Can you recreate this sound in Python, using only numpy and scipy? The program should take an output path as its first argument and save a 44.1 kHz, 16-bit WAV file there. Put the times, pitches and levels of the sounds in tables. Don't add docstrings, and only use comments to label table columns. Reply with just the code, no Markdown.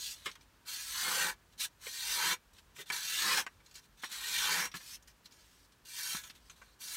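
import sys
import numpy as np
from scipy import signal
from scipy.fft import rfft, irfft
from scipy.io import wavfile
from scipy.ndimage import uniform_filter1d

SR = 44100
rng = np.random.default_rng(int(sys.argv[2]) if len(sys.argv) > 2 else 0)


def nominal_scale(level):
    x = np.asarray(level, float) / 20
    return 10 ** x


def transcribe(signal):
    frames = np.atleast_2d(signal).T
    limited = np.clip(frames, -1, 1)
    pcm = np.round(limited * 32767).astype(np.int16)
    wavfile.write(sys.argv[1], SR, pcm)


N = 306936


def cut():
    # [f/Hz, level/dB per Hz]
    rasp_spectrum = [(1100, -35.5), (1800, -25), (2700, 2), (4300, 3), (6000, -4.5), (8500, -3.5),
                     (11000, -39.5), (16000, -65)]
    flap_spectrum = [(350, -28), (600, -18), (794, -4), (980, 4.5), (1080, -2.5), (1530, 5.5), (1800, 8.5),
                     (3200, -6.5), (4160, -15), (7040, -120)]
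    belly_spectrum = [(65, -48), (110, -32), (172, 5.5), (270, -11), (367, -1), (408, -7.5), (511, -0.5),
                      (608, -5), (800, -14), (1040, -4), (1760, -120)]
    fizz_spectrum = [(3530, -90), (6000, -4), (7200, -2.5), (9600, 1), (10400, -4.5), (11800, -1),
                     (15200, -7), (16200, -9), (16500, -60)]
    snaps = fibres()
    rasp = evened(shaped(snaps, rasp_spectrum))
    flap = evened(shaped(snaps, flap_spectrum))
    belly = evened(shaped(snaps, belly_spectrum))
    fizz = evened(shaped(snaps, fizz_spectrum))
    opened, note_hz = openings()
    note = resonate(rasp, note_hz, width_hz=600)
    rasp = evened(rasp + nominal_scale(4) * note)
    flap_low = colour(flap, lambda hz: 1 / (1 + (hz / 1350) ** 8))
    freed = np.clip(nominal_scale(26.5) * opened[2] / (opened[1] + 1e-9), 0.08, 1)
    flap = flap - (1 - freed) * flap_low
    return (opened * [rasp, flap, belly, fizz]).sum(0)


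def fibres(per_s=9500, spread_db=2.3, chatter_db=0.9):
    snaps = rng.choice([-1., 1.], N) * (rng.random(N) < per_s / SR)
    snaps *= nominal_scale(spread_db * np.minimum(rng.exponential(1, N), 5))
    chatter = evened(uniform_filter1d(rng.standard_normal(N), size=260))
    return mottle(snaps * nominal_scale(chatter_db * chatter), depth_db=2.5, size=512, bins=2, frames=20)


def openings():
    flap_range_db, belly_range_db, belly_late = (-12.5, 3.5), (-45, -13), 1.67
    fizz_depth_db, fizz_knee_db, fizz_loss = 2, -38.5, 1
    note_wander, note_wander_s = 0.04, 0.052
    t = np.arange(N) / SR
    power = np.full((4, N), 1e-18)
    tuned = np.zeros(N)
    for rows, notes_hz, fizz_db, flap_db in contacts():
        s, press_db, depth = np.transpose(rows)
        on = slice(max(round(s[0] * SR), 0), max(round(s[-1] * SR), 0))
        press_db = np.interp(t[on], s, press_db)
        depth = np.clip(np.interp(t[on], s, depth), 0, 1.3)
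        parts_db = [0 * depth,
                    flap_db + flap_range_db[0] + np.diff(flap_range_db) * depth,
                    flap_db + belly_range_db[0] + np.diff(belly_range_db) * depth ** belly_late,
                    fizz_db + fizz_depth_db * depth - fizz_loss * np.maximum(press_db - fizz_knee_db, 0)]
        power[:, on] += nominal_scale(press_db + parts_db) ** 2
        glide_hz = np.interp(t[on], np.linspace(s[0], s[-1], len(notes_hz)), notes_hz)
        tuned[on] += nominal_scale(press_db) ** 2 * glide_hz
    note_hz = (tuned / power[0]).clip(2500, 8000)
    note_hz = note_hz * (1 + note_wander * wander(note_wander_s))
    return uniform_filter1d(np.sqrt(power), size=130, axis=1), note_hz


def contacts():
    # [t/s, blade pressure level/dB, depth of the freed flap 0-1]
    cuts = [
        [(0.652, -70, 1), (0.682, -46, 0.37), (0.862, -47.5, 0.19), (0.97, -43, 0.48), (1.008, -39.5, 0.57),
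         (1.074, -40.5, 0.84), (1.224, -39, 0.91), (1.3, -43, 0.93), (1.345, -71, .99)],
        [(1.79, -85, 1), (1.816, -59, .3), (1.874, -49, 0.7), (1.91, -48.5, 0.15), (2.142, -38, 0.45),
         (2.2, -39.5, 0.76), (2.33, -37, 0.81), (2.39, -88, 0.94)],
        [(2.915, -58, 0.6), (2.925, -41.5, 0.64), (2.991, -44, 0.51), (3.025, -43.5, 0.35),
         (3.187, -37.5, 0.31), (3.257, -36.5, 0.75), (3.319, -35.5, 0.81), (3.4, -37.5, 0.87), (3.45, -69, 1)],
        [(4.09, -62, 0.77), (4.126, -45.5, 0.4), (4.2, -49, 0.55), (4.246, -44, 0.43), (4.388, -35.5, 0.28),
         (4.48, -39, 0.79), (4.59, -40, 0.89), (4.656, -43, 0.91), (4.71, -77, .9)],
    ]
    nicks = [
        [(0.0, -46.5, 0.45), (0.064, -42, 0.01), (0.125, -46.5, 0.2), (0.145, -52.5, 0.5), (0.155, -60, 0)],
        [(5.845, -90, .2), (5.852, -60, 0), (5.976, -47.5, 0.1), (6.118, -43.5, 0.33), (6.17, -46.5, 0.62),
         (6.225, -61.5, 0.3), (6.245, -58.5, .5), (6.312, -65, 0.33), (6.33, -87, 0.5)],
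        [(6.79, -76, 0), (6.81, -52.5, 0), (6.84, -51, 0.01), (6.902, -49, 0.2), (6.97, -47, 0.3)],
    ]
    # [start f/Hz, middle f/Hz, end f/Hz, fizz level/dB, flap level/dB]
    strips = [
        (4500, 4300, 4250, -0.5, -1.26),
        (4000, 4670, 3670, -1.5, -.3),
        (4300, 3870, 5900, -2.5, -0.6),
        (4100, 3620, 5900, -2.5, -0.2),
        (4500, 4600, 4800, -4.5, -9.5),
        (4300, 5000, 2400, 1.5, 1.5),
        (4600, 4900, 4200, 2.2, 2),
    ]
    # [start t/s, length t/s, first level/dB, last level/dB, strip note f/Hz]
    brushes = [(0.157, .095, -60.5, -63.5, 4000), (0.246, 0.016, -60, -43.5, 3700),
               (0.293, .05, -60, -71, 3960), (0.354, 0.019, -56, -84, 5200), (0.412, 0.021, -70, -70, 4000),
               (2.532, 0.067, -73, -65.5, 3600), (2.859, 0.046, -61, -53.5, 3530),
               (3.645, 0.14, -74, -70, 4500), (3.742, 0.051, -60.5, -56.5, 4640),
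               (3.8, 0.06, -76, -68.5, 4300), (1.5, 0.035, -84, -66.5, 4000),
               (3.971, 0.037, -70, -62, 3700), (4.016, .012, -65, -49, 3800),
               (4.044, 0.046, -44.5, -62, 4150), (5.075, .045, -61, -74, 5250),
               (5.244, .012, -70, -64, 4200), (5.31, 0.35, -67.5, -71.5, 5040),
               (5.72, 0.018, -70, -80, 3850), (6.351, 0.056, -61.5, -80, 3520),
               (6.404, 0.083, -78, -69, 4600), (6.51, 0.039, -61, -78, 4000), (6.56, 0.19, -68, -76, 4100),
               (6.325, .025, -75, -77, 3500), (3.487, 0.087, -78, -86, 4000)]
    skids = [
        (1.608, 0.047, -36, -41.5, 4000),
        (2.762, 0.056, -60.5, -50, 3380),
        (4.753, 0.02, -51, -48, 4100),
        (4.794, 0.16, -59.5, -50, 5060),
    ]
    strokes = [(rows, notes_hz, fizz_db, flap_db)
               for rows, (*notes_hz, fizz_db, flap_db) in zip([*cuts, *nicks], strips)]
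    slips = [(touch(*row, edges_s=(0.002, 0.016), depth=0.33), [hz], -3.5, 0) for *row, hz in brushes]
    false_starts = [(touch(*row, edges_s=(0.031, 0.031), depth=0.094), [hz], -1, 0) for *row, hz in skids]
    return strokes + slips + false_starts


def touch(start, length, first_db, last_db, edges_s, depth, edge_db=-28):
    end = start + length
    return [(start - edges_s[0], first_db + edge_db, depth),
            (start, first_db, depth),
            (end, last_db, depth),
            (end + edges_s[1], last_db + edge_db, depth)]


def taps():
    # [t/s, peak level/dB, colour f/Hz, thump level/dB, rattle t/s]
    knocks = [
        (0.259, -25.5, 2110, -28.5, 0.018),
        (1.868, -26, 2230, -21.5, 0.0016),
        (2.785, -38, 1950, -20, 0.027),
        (2.901, -21, 1830, -31.5, 0.0042),
        (3.465, -26.5, 1610, -33, 0.0046),
        (4.035, -26, 1700, -29.5, 0.0058),
        (6.616, -44.5, 1560, -45, 0.0078),
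    ]
    slaps = [
        (4.74, -31, 1725, -19.5, 0.015),
        (6.147, -31.5, 1310, -20.5, 0.0042),
    ]
    # [t/s, peak level/dB, colour f/Hz, fizz level/dB]
    ticks = [(0.313, -38.5, 3700, -26), (0.355, -45.5, 2100, -33), (0.409, -49, 3420, -19),
             (1.594, -40, 3700, -10), (2.533, -54, 7160, -13), (2.583, -46.5, 2900, -22),
             (2.764, -41.5, 2400, -21), (1.535, -57, 4000, -10), (2.871, -59, 3680, -6),
             (3.602, -53.5, 2170, -25), (3.661, -46, 4280, -10), (3.711, -47, 4300, -11),
             (3.754, -36, 4300, -8), (4.115, -34, 3550, -2), (4.715, -41, 3330, -28),
             (4.803, -44.5, 1700, -21), (5.024, -50, 6400, -12), (5.076, -45, 7700, -16),
             (5.257, -39, 4140, -40), (5.322, -46.5, 4100, -7), (5.721, -56, 3360, -21),
             (6.237, -34.5, 3230, -8.5), (6.349, -62, 3800, -22), (6.497, -37, 2330, -7),
             (6.298, -36, 3030, -21)]
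    knock_thump_hz, slap_thump_hz, knock_fizz_db = 456, 192, -20.5
    tick_thump_db, tick_rattle_s = -33.5, 0.0079
    rows = [(s, db, hz, thump_db, knock_thump_hz, knock_fizz_db, rattle_s)
            for s, db, hz, thump_db, rattle_s in knocks]
    rows += [(s, db, hz, thump_db, slap_thump_hz, knock_fizz_db, rattle_s)
             for s, db, hz, thump_db, rattle_s in slaps]
    rows += [(s, db, hz, tick_thump_db, slap_thump_hz, fizz_db, tick_rattle_s)
             for s, db, hz, fizz_db in ticks]
    out = np.zeros(N + 4096)
    for s, *how in rows:
        out[round(s * SR):][:4096] += tap(*how, rng.standard_normal(2048))
    return out[:N]


def tap(db, hz, thump_db, thump_hz, fizz_db, rattle_s, noise):
    t = np.arange(len(noise)) / SR
    burst = noise * np.exp(-t / max(rattle_s, 0.0005)) * (1 - np.exp(-t / 0.00076))
    burst[8] += 2.6
    f = np.fft.rfftfreq(4096, 1 / SR)
    notes = nominal_scale(6) * (ring(f, hz, 11) - 0.6 * ring(f, 1.85 * hz, 11))
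    body = nominal_scale(4) * ring(f, 0.94 * hz, 0.58) ** 2
    thump = nominal_scale(thump_db + 25.5) * ring(f, thump_hz, 1.26)
    fizz = nominal_scale(fizz_db + 16.5) * ring(f, 6720, 4.3) ** 2
    sound = irfft(rfft(burst, 4096) * (notes + body + thump + fizz))
    return nominal_scale(db - 2) * sound / abs(sound).max()


def cabin(x, modes_db=8, tail_db=-5):
    # [f/Hz, width f/Hz, level/dB]
    standing_waves = [(199, 72, -28), (510, 190, -2), (870, 23, -7), (1128, 53, -2), (1343, 91, -5),
                      (1540, 73, -2), (1700, 56, -4.5), (2184, 17, -9), (2480, 110, -8.5), (2746, 18, -15),
                      (3146, 33, -12), (4180, 19, -8.5), (3664, 36, -10), (5645, 26, 3), (6197, 300, -5.5),
                      (6680, 58, -2), (7290, 320, -10), (2320, 14, -6), (8040, 71, -8), (8950, 30, -10.5)]
    # [f/Hz, t60 t/s]
    decay = [(150, 0.086), (1000, 0.063), (4000, 0.03), (12000, 0.025)]
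    t = np.arange(8192) / SR
    modes = 0
    for hz, width, db in standing_waves:
        strength = nominal_scale(1.07 * db) * 2 * np.pi * width / SR
        modes = modes + strength * np.exp(-np.pi * width * t) * np.sin(2 * np.pi * hz * t)
    late = t > 0.002
    hz, frames, z = signal.stft(rng.standard_normal((2, 8192)) * late, SR, nperseg=256)
    fade = nominal_scale(-60 * frames / read(decay, hz)[:, None])
    tails = signal.istft(z * fade, SR, nperseg=256)[1][:, :8192] * late
    tails = tails / np.linalg.norm(tails[0])
    turn = 2 * np.pi * 1.3 * np.arange(N) / SR
    diffuse = signal.oaconvolve(x * [np.cos(turn), np.sin(turn)], tails, axes=1).sum(0)
    near = (t == 0) + nominal_scale(modes_db) * modes
    wet = (signal.oaconvolve(x, near) + nominal_scale(tail_db) * diffuse[:N + 8191])[:N]
    return wet / np.hypot(np.linalg.norm(near), nominal_scale(tail_db))


def hush(air_db=-67.5, rumble_db=-71, swell_db=3.5, swell_s=0.11):
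    # [f/Hz, level/dB per Hz]
    air_spectrum = [(53, -73), (90, -5), (676, -17), (753, -18.5), (956, -13), (1070, -15.5), (1720, -15.5),
                    (2040, -20.5), (2710, -20), (16000, -31)]
    air = shaped(rng.standard_normal(N), air_spectrum)
    air = colour(air, lambda hz: abs(1 - 0.5 * ring(hz, 10700, 13)))
    air = evened(mottle(air, depth_db=0.5, size=1024, bins=120, frames=24))
    rumble = colour(rng.standard_normal(N),
                    lambda hz: abs(ring(hz, 53.2, 2.2) ** 2 + 0.5 * ring(hz, 76.5, 4.8) ** 2))
    swell = nominal_scale(rumble_db + swell_db * wander(swell_s))
    return nominal_scale(air_db) * air + swell * evened(rumble)


def evened(x):
    return x / np.sqrt(np.mean(abs(x) ** 2) + 1e-20)


def read(points, hz):
    f, value = np.transpose(points)
    return np.interp(np.log(hz + 1), np.log(f + 1), value)


def colour(x, gain):
    return irfft(rfft(x) * gain(np.fft.rfftfreq(len(x), 1 / SR)), len(x))


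def shaped(x, spectrum):
    return colour(x, lambda hz: nominal_scale(read(spectrum, hz)))


def mottle(x, depth_db, size, bins, frames):
    z = signal.stft(x, nperseg=size, noverlap=size * 3 // 4)[2]
    patches = uniform_filter1d(rng.standard_normal(z.shape), bins, axis=0)
    patches = evened(uniform_filter1d(patches, frames, axis=1))
    return signal.istft(z * nominal_scale(depth_db * patches), nperseg=size, noverlap=size * 3 // 4)[1][:N]


def ring(hz, at_hz, sharp):
    return 1 / (1 + 1j * sharp * (hz / at_hz - at_hz / (hz + 1)))


def resonate(x, hz, width_hz):
    turn = np.exp(2j * np.pi * np.cumsum(hz) / SR)
    r = np.exp(-np.pi * width_hz / SR)
    return 2 * (turn * signal.lfilter([1 - r], [1, -r], x / turn)).real


def wander(span_s):
    step = max(round(span_s * SR), 2)
    return evened(uniform_filter1d(uniform_filter1d(rng.standard_normal(N), step), step))


def scene():
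    mono = cabin(cut() + taps()) + hush()
    return np.array([mono, mono])


def roll_off(x):
    return signal.sosfilt(signal.butter(12, 16990, fs=SR, output="sos"), x)


def record(dry):
    band_limit = signal.firwin(511, 15830, window=("kaiser", 9), fs=SR)
    limited = signal.oaconvolve(dry, band_limit[None], "same")
    return roll_off(limited)


dry = scene()
out = record(dry)
transcribe(out)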